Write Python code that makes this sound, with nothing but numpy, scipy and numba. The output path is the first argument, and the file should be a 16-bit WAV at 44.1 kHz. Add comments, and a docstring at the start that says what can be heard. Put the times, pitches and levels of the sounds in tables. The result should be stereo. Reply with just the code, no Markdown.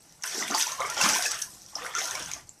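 """Drops tick over a faint hush of lapping water, then bare feet splash through a small flooded room.
Each stride entrains air, and the bubbles resonate: large pockets slosh, smaller ones gurgle, single
ones plop and glide upward. Tiny drops crackle as they strike the surface. Hard tiled walls add a
short reverberation, and the microphone ports of a hand-held phone resonate near 6 kHz."""
import sys
import numpy as np
from scipy import signal
from scipy.fft import rfft, irfft, next_fast_len
from scipy.io import wavfile
from scipy.ndimage import uniform_filter1d, map_coordinates
from numba import njit

SR = 44100
rng = np.random.default_rng(int(sys.argv[2]) if len(sys.argv) > 2 else 0)


def int16_out(signal):
    """Quantize to a 16-bit WAV file."""
    q = np.round(np.clip(np.atleast_2d(signal).T, -1, 1) * 32767)
    wavfile.write(sys.argv[1], SR, q.astype(np.int16))


N = 114660
SWELL_CYCLES = 1.88  # time constant of a bubble's onset


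def undb(db):
    """Logarithmic level: decibels to amplitude ratio."""
    return 10 ** (np.asarray(db) / 20)


def level_at(table, hz):
    """Interpolation of a spectrum along log frequency."""
    table_hz, db = np.array(table).T
    return np.interp(np.log(np.maximum(hz, 1)), np.log(table_hz), db)


def shape(x, gain_db):
    """Linear filtering: the spectrum is multiplied by a gain at each frequency."""
    size = next_fast_len(N + 4096)
    hz = np.arange(size // 2 + 1) * SR / size
    return irfft(rfft(x, size) * undb(gain_db(hz)), size)[..., :N]


def unit(x):
    """Normalisation to rms 1."""
    return x / np.sqrt(np.mean(x ** 2))


@njit
def ring(start_s, size, hz, cycles, rise_octaves, swell_cycles):
    """Damped oscillation: each sine swells, then decays by 60 dB while its pitch climbs."""
    out = np.zeros(N)
    for k in range(len(start_s)):
        length = max(cycles[k], .5) * SR / hz[k]
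        decay, climb = np.exp(-np.log(1000) / length), 2 ** (rise_octaves[k] / length)
        shut, opening = 1., np.exp(-hz[k] / (swell_cycles * SR))
        phase, step = 0., 2 * np.pi * hz[k] / SR
        amplitude, first = 2 * size[k], int(start_s[k] * SR)
        for j in range(first, min(first + int(length), N)):
            out[j] += amplitude * (1 - shut) * np.sin(phase)
            phase += step
            step = min(step * climb, 2.8)
            amplitude *= decay
            shut *= opening
    return out


def swarm(count, lo_hz, hi_hz, cycles, rise_octaves, tilt, scatter_db):
    """Incoherent superposition: bubbles ring at random times, scattered about a typical decay and rise."""
    when, pitch, strength, life, glide = rng.random((count, 5)).T
    hz = lo_hz * (hi_hz / lo_hz) ** pitch
    size = hz ** tilt * undb(scatter_db * np.minimum(-np.log(1 - strength), 3.))
    lifetimes = cycles * (0.34 + 1.37 * life)
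    return unit(ring(when * N / SR, size, hz, lifetimes, rise_octaves * 2 * glide, SWELL_CYCLES))


# Levels of the water sounds and of a background rumble that mostly dips at loud splashes (time [s],
# low gurgle [dB], high gurgle [dB], spray [dB], fine spray [dB], slosh [dB], rumble [dB])
LAYER_LEVELS = [(0.0, -72.5, -68.5, -61, -62.5, -66, -69.5), (0.2, -70, -71, -64.5, -65.5, -77, -64.5),
                (0.23, -64, -57, -54, -57, -72, -75), (0.26, -47, -38, -38.5, -33.5, -86, -79),
                (0.28, -46.5, -47, -43, -46, -76, -73), (0.31, -50.5, -43.5, -42, -46, -71, -61),
                (0.36, -42, -44, -36, -42.5, -52, -70), (0.4, -45.5, -44.5, -33, -43, -53, -75),
                (0.42, -41, -42, -34.5, -45.5, -44, -73), (0.46, -51, -39.5, -48, -49, -53, -60),
                (0.48, -60, -43, -38.5, -42, -53, -69), (0.51, -36, -43, -40, -53, -43.5, -71),
                (0.53, -32, -41, -43.5, -41.5, -43, -63), (0.56, -39, -35.5, -31, -43, -62, -73),
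                (0.58, -43.5, -43, -31.5, -32.5, -56, -90), (0.61, -49, -30.5, -26, -35, -60, -87),
                (0.64, -46, -44, -49, -44, -71, -80), (0.67, -45.5, -44.5, -38, -41.5, -71, -62),
                (0.72, -44.5, -40, -41, -45.5, -70, -61), (0.77, -57, -53.5, -52.5, -51, -63, -66),
                (0.8, -39, -44, -47.5, -48.5, -64, -55), (0.89, -44, -42, -44.5, -48.5, -65.5, -60),
                (0.95, -45.5, -46.5, -38, -46, -61, -62), (0.97, -41, -37.5, -37.5, -52, -58, -60),
                (1.01, -35, -35.5, -31.5, -36, -49.5, -64), (1.04, -33.5, -26.5, -25.5, -34.5, -53, -40),
                (1.07, -33, -35.5, -39.5, -36.5, -34.5, -115), (1.1, -36.5, -31.5, -29.5, -32.5, -50, -53),
                (1.13, -34, -38, -34.5, -38, -43, -62), (1.15, -41.5, -31, -28.5, -34, -46, -69),
                (1.19, -46, -42, -43, -40, -58, -60), (1.24, -41.5, -33.5, -30.5, -37, -62, -62),
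                (1.27, -50, -63, -36, -42.5, -55, -86), (1.32, -46, -38, -43.5, -56, -74, -59.5),
                (1.4, -58, -48, -49, -40.5, -70, -63), (1.48, -62.5, -64.5, -53, -52, -63.5, -62),
                (1.71, -68.5, -65, -57.5, -62, -69.5, -65.5), (1.82, -44.5, -45, -47.5, -53.5, -58, -63),
                (1.86, -44, -49.5, -48, -51.5, -61.5, -61), (1.93, -53, -47, -52.5, -58, -74, -64.5),
                (1.98, -44.5, -37, -37, -43.5, -62, -62.5), (2.05, -45.5, -43.5, -38, -43, -61, -72),
                (2.14, -45.5, -43, -44.5, -46, -72, -58), (2.21, -45.5, -42, -42, -53, -55, -59),
                (2.24, -57, -46, -46, -49.5, -60, -53.5), (2.38, -56.5, -53.5, -53.5, -55.5, -62, -57.5),
                (2.44, -73, -72, -63, -66, -71, -59), (2.6, -84, -81, -67, -64, -74, -73)]
def layer_gain(column):
    """Amplitude envelope: one layer's level, interpolated to a gain per sample."""
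    rows = np.array(LAYER_LEVELS)
    return undb(np.interp(np.arange(N) / SR, rows[:, 0], rows[:, column]))


# Spectrum of lapping water (frequency [Hz], relative level [dB])
HUSH_SPECTRUM = [(76, -31), (130, -38), (193, 7), (357, -1), (765, 5), (839, 8.5), (982, -6), (3000, -7),
                 (3900, -56), (6600, -120)]
def hush():
    """Partly coherent noise at the two ports: a steady murmur and a rumble that comes and goes."""
    sides = np.array([[1], [-1]])
    mid, side = unit(shape(rng.standard_normal((2, N)),
                           lambda f: level_at(HUSH_SPECTRUM, f) - 60. * (f > 3300) - 40. * (f < 170)))
    low, low_side = unit(shape(rng.standard_normal((2, N)),
                               lambda f: 3.1 * np.log2(f / 170 + .01) - 60. * (f > 175)))
    murmur = undb(-65.5) * (mid + .6 * side * sides)
    rumble = (low + 0.37 * low_side * sides) * layer_gain(column=6)
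    return murmur + rumble


def slosh():
    """Resonance falls with bubble size: large air pockets closing behind the legs ring low."""
    pockets = swarm(800, lo_hz=184.6, hi_hz=374, cycles=21.5, rise_octaves=0.14, tilt=0.45, scatter_db=.7)
    return unit(shape(pockets, lambda f: -30. * (f < 170))) * layer_gain(column=5)


def surge(rate_hz, depth_db):
    """Random amplitude modulation: water lands in handfuls, mostly small, now and then large."""
    hold = int(SR / rate_hz)
    heights = np.minimum(rng.exponential(size=N // 50), 3.5)
    return undb(depth_db * uniform_filter1d(np.repeat(heights, hold)[:N], hold // 2))


# Spray and ticks through the microphone port's resonance near 6 kHz (frequency [Hz], relative level [dB])
SPRAY_COLOUR = [(2800, -9.5), (3500, -12.5), (4200, -5.5), (5000, -6), (5800, 0.5), (6500, -5.5),
                (8000, -6), (10000, -12), (12000, -15), (14700, -27)]
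def spray():
    """Impact noise: tiny drops crackle on the surface over a hiss; the finest swell on their own."""
    crackle = swarm(2500, lo_hz=2944, hi_hz=14640, cycles=36, rise_octaves=0.033, tilt=1.35, scatter_db=1)
    drops = crackle + undb(-0.5) * rng.standard_normal(N)
    body = shape(drops, lambda f: level_at(SPRAY_COLOUR, f) - 60. * ((f < 3300) | (f > 7700)))
    fine = shape(drops, lambda f: level_at(SPRAY_COLOUR, f) - 60. * (f < 7700))
    body = unit(body * surge(rate_hz=160, depth_db=4.7))
    fine = unit(fine * surge(rate_hz=190, depth_db=4.06))
    return body * layer_gain(column=3) + fine * layer_gain(column=4)


def gurgle():
    """Air entrainment: the shins drag bubbles under, larger and smaller ones at their own times."""
    low = swarm(450, lo_hz=343, hi_hz=1397, cycles=26.6, rise_octaves=0.44, tilt=1.53, scatter_db=4.5)
    high = swarm(900, lo_hz=1380, hi_hz=3495, cycles=20, rise_octaves=0.5, tilt=.7, scatter_db=4.0)
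    return low * layer_gain(column=1) + high * layer_gain(column=2)


# Sharp drop ticks (time [s], level [dB], ring frequency [Hz], crack decay [s], crack over ring [dB])
DROP_TICKS = [(0.1231, -43.5, 5860, 0.017, 2), (0.2235, -31, 6040, 0.019, -3),
              (0.2357, -28.5, 5400, 0.019, 10.5), (0.4803, -27, 3290, 0.024, -2),
              (0.5112, -18.5, 6100, 0.016, -5), (0.5424, -18, 4670, 0.02, -14),
              (0.5478, -10.5, 4560, 0.017, -7.5), (0.5823, -16, 5880, 0.014, -3),
              (0.6246, -11, 5900, 0.016, -22), (0.8031, -27.5, 5860, 0.016, 4),
              (0.8626, -26, 5560, 0.016, -12), (0.8992, -24.5, 5970, 0.019, 4.5),
              (0.9465, -25, 5500, 0.014, -5), (0.9779, -21, 5160, 0.018, -5),
              (1.0122, -20.5, 5990, 0.035, 3.5), (1.051, -23, 6550, 0.014, -2),
              (1.089, -13.5, 5940, 0.014, 4), (1.134, -15, 5800, 0.015, -4), (1.151, -25, 5440, 0.012, 4),
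              (1.1847, -21, 6400, 0.016, 2), (1.223, -20.5, 5650, 0.016, 6), (1.25, -22, 5460, 0.016, 0),
              (1.2609, -22, 5270, 0.018, 7.5), (1.311, -16, 7800, 0.016, -4),
              (1.3154, -18, 5870, 0.018, 1.5), (1.3432, -24.5, 6300, 0.015, 1.5),
              (1.3526, -24, 5370, 0.017, -3), (1.3897, -29, 6560, 0.015, 2),
              (1.4177, -21.5, 5800, 0.016, 3), (1.4215, -18.5, 6210, 0.019, -3),
              (1.6184, -38, 5900, 0.017, -14), (1.6623, -35.5, 5600, 0.016, -6),
              (1.7536, -23.5, 5660, 0.028, -11.5), (1.8642, -36.5, 6050, 0.014, 6.5),
              (1.951, -19, 5930, 0.016, -5), (1.9638, -26, 6300, 0.016, -10),
              (1.9895, -19.5, 5900, 0.012, -2.5), (2.0423, -22.5, 5820, 0.013, 2),
              (2.0542, -20.5, 5960, 0.014, 1), (2.075, -24, 5440, 0.014, -2), (2.11, -21, 6250, 0.015, -2),
              (2.152, -23, 5170, 0.015, 2.5), (2.1947, -26, 8950, 0.012, 0), (2.224, -30, 5350, 0.014, 4.5),
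              (2.2596, -28, 6170, 0.019, -3), (2.3146, -27.5, 6640, 0.013, 7.5),
              (2.3356, -19.5, 6200, 0.015, -4), (2.4924, -24, 7300, 0.011, -16)]
def ticks():
    """Impulse excitation: a broadband crack with a brief ring, mostly the microphone's resonance."""
    ring_share, swell_s = 0.43, 0.0011
    start_s, db, hz, fade_s, crack_db = np.array(DROP_TICKS, float).T.copy()
    rise_octaves = np.full(len(hz), 0.14)
    tone = ring(start_s, undb(db), hz, ring_share * fade_s * hz, rise_octaves, swell_cycles=2.5)
    envelope = np.zeros(N)
    t = np.arange(1500) / SR
    onset = 1 - np.exp(-t / swell_s)
    for k in range(len(start_s)):
        first = int(start_s[k] * SR)
        envelope[first:first + len(t)] += undb(db[k] + crack_db[k] - 60 * t / fade_s[k]) * onset
    crack = shape(rng.standard_normal(N), lambda f: 0.99 * level_at(SPRAY_COLOUR, f) - 70. * (f < 2800))
    return tone + envelope * unit(crack)


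# Single bubbles (time [s], level [dB], starting pitch [Hz], decay [cycles], rise [octaves])
BUBBLES = [(.241, -14, 1430, 10.7, 0.24), (.241, -30.5, 1010, 21, .3), (0.24, -14.5, 1850, 11.3, 0.27),
           (0.242, -24, 2730, 15, 0.13), (0.346, -34, 378, 21, 0.22), (0.354, -20.5, 1730, 14, 0.2),
           (.38, -25.5, 410, 12, 0.23), (.415, -28, 980, 6.7, .3), (.415, -44, 237, 13, 0.43),
           (0.425, -15.5, 1955, 32, 0.15), (0.478, -21, 1940, 19, 1.4), (.502, -23.5, 720, 23, .3),
           (0.506, -25, 256, 6.8, .8), (0.516, -26.5, 1100, 69, 2.9), (.546, -20, 4440, 48, 0.42),
           (0.545, -16.5, 867, 29, 0.13), (0.546, -14.5, 1058, 19, 0.18), (.578, -20, 1850, 28, .2),
           (.596, -28.5, 928, 26, 0.33), (.61, -32, 1585, 85, 2.6), (.667, -27.5, 860, 44, 1.2),
           (0.723, -28.5, 1070, 36, 0.22), (.796, -11, 1010, 9.1, 0.27), (0.804, -11, 1130, 16.6, 0.17),
           (0.803, -29, 531, 27, 0.29), (0.819, -15.5, 2000, 20.4, 0.28), (0.821, -24.5, 1138, 41, 0.16),
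           (.845, -14, 1126, 16, 0.37), (.812, -26, 3700, 27, 0.22), (.85, -23.5, 2100, 44, 0.36),
           (0.891, -25, 1335, 33, 0.17), (.922, -26, 1820, 38, 0.17), (.971, -19, 790, 15, 0.2),
           (1.004, -14.5, 960, 15, 0.46), (1.011, -17, 2660, 62, 0.13), (1.024, -18, 1320, 26, 0.24),
           (1.035, -30.5, 196.3, 20, 0.13), (1.045, -12, 1040, 18.5, 0.39), (1.061, -2.5, 1030, 8.1, 0.78),
           (1.08, -16, 1110, 9.7, 0.36), (1.125, -16, 1410, 22, 0.67), (1.15, -20, 2270, 36, 0.21),
           (1.158, -19, 954, 23, 0.16), (1.188, -26.5, 713, 50, 0.16), (1.194, -18, 1480, 22, 0.25),
           (1.223, -24, 1540, 26, 0.22), (1.255, -20.5, 2540, 67, 0.092), (1.259, -15.5, 1650, 37, 0.24),
           (1.358, -27, 1390, 13, 0.17), (1.394, -32.5, 1650, 32, .3), (1.4, -33, 3070, 31, .2),
           (1.424, -29.5, 1620, 32, 0.22), (1.733, -38, 810, 15, 0.25), (1.752, -34, 1104, 31, 0.98),
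           (1.756, -23, 5140, 70, .2), (1.763, -30.5, 635, 29, 2.44), (1.784, -34, 1040, 54, 2),
           (1.82, -26, 1860, 22, 0.3), (1.848, -14.5, 1240, 11.2, 1.1), (1.864, -18, 1760, 20, 1.15),
           (1.938, -32, 2190, 35, 0.22), (1.951, -19.5, 1367, 53, 0.12), (1.964, -28, 3300, 29, 0.33),
           (1.979, -35.5, 440, 27, .4), (1.979, -24, 1200, 30, 0.37), (1.988, -26, 1540, 38, .2),
           (2.015, -27, 725, 27, 0.43), (2.016, -24, 3580, 30, .2), (2.03, -28, 1770, 21, .3),
           (2.111, -36, 1700, 20, .2), (2.132, -35, 1920, 20, 0.22), (2.151, -23, 966, 14, 0.21),
           (2.152, -25.5, 2235, 48, 0.11), (2.192, -36, 1610, 63, 0.17), (2.19, -53, 481, 82, 0.069),
           (2.283, -43, 696, 70, 3.7), (2.315, -18.5, 2180, 11, 0.44), (2.36, -46, 592, 65, 2.66)]
def plops():
    """Bubble resonance: trapped air is the spring and the surrounding water the mass."""
    start_s, db, hz, cycles, rise_octaves = np.array(BUBBLES, float).T.copy()
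    return ring(start_s, undb(db), hz, cycles, rise_octaves, SWELL_CYCLES)


def room(x, right_delay_s, echo_db):
    """Reverberation: diffuse reflections from the tiles decay exponentially after the direct sound."""
    t60_s, treble_t60_s, first_echo_s = 0.18, 0.17, 0.0023
    t = np.arange(int(.4 * SR)) / SR
    left, right, common = rng.standard_normal((3, len(t)))
    noise = np.array([left, right])
    # long waves reach both ports alike
    noise += signal.sosfilt(signal.butter(2, 800, fs=SR, output="sos"), common - noise)
    dark = signal.sosfilt(signal.butter(2, 2500, fs=SR, output="sos"), noise)
    tail = dark * undb(-60 * t / t60_s) + (noise - dark) * undb(-60 * t / treble_t60_s)
    tail *= t > first_echo_s
    tail = undb(echo_db) * tail / np.sqrt(np.sum(tail ** 2) / 2)
    delayed = map_coordinates(x, [np.arange(N) - right_delay_s * SR], order=3)
    return np.array([x, delayed]) + signal.fftconvolve(x[None], tail)[:, :N]


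def scene():
    """Superposition: three patches of water around the legs, each placed by its delay between ports."""
    delays_s, near_echo_db = (0.0003003, .00004, -0.000241), -6
    patches = sum(room(gurgle() + spray(), delay, echo_db=0) for delay in delays_s) / np.sqrt(3)
    near = room(plops(), delays_s[0], near_echo_db) + room(ticks(), delays_s[0], near_echo_db)
    return patches + near + room(slosh(), delays_s[1], near_echo_db) + hush()


# Balance of the microphone ports (frequency [Hz], left relative to right [dB])
PORT_BALANCE = [(200, 1.5), (400, 2.5), (700, -1), (1000, 7), (1400, 6), (2000, 8.5), (2800, 0.5),
                (3500, 0.5), (4200, -1.5), (5000, 15.5), (6000, 10.5), (6500, 14), (7000, 4), (8000, -8),
                (10000, -4.5), (13000, -10), (14500, -11)]
def record(dry):
    """Frequency response: the two ports colour the sound oppositely, and a low-pass cuts the top."""
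    top_hz = 14800
    ports = shape(dry, lambda f: level_at(PORT_BALANCE, f) * np.array([[.5], [-.5]]))
    return signal.sosfilt(signal.ellip(12, .2, 100, top_hz, fs=SR, output="sos"), ports)


dry = scene()
out = record(dry)
int16_out(out)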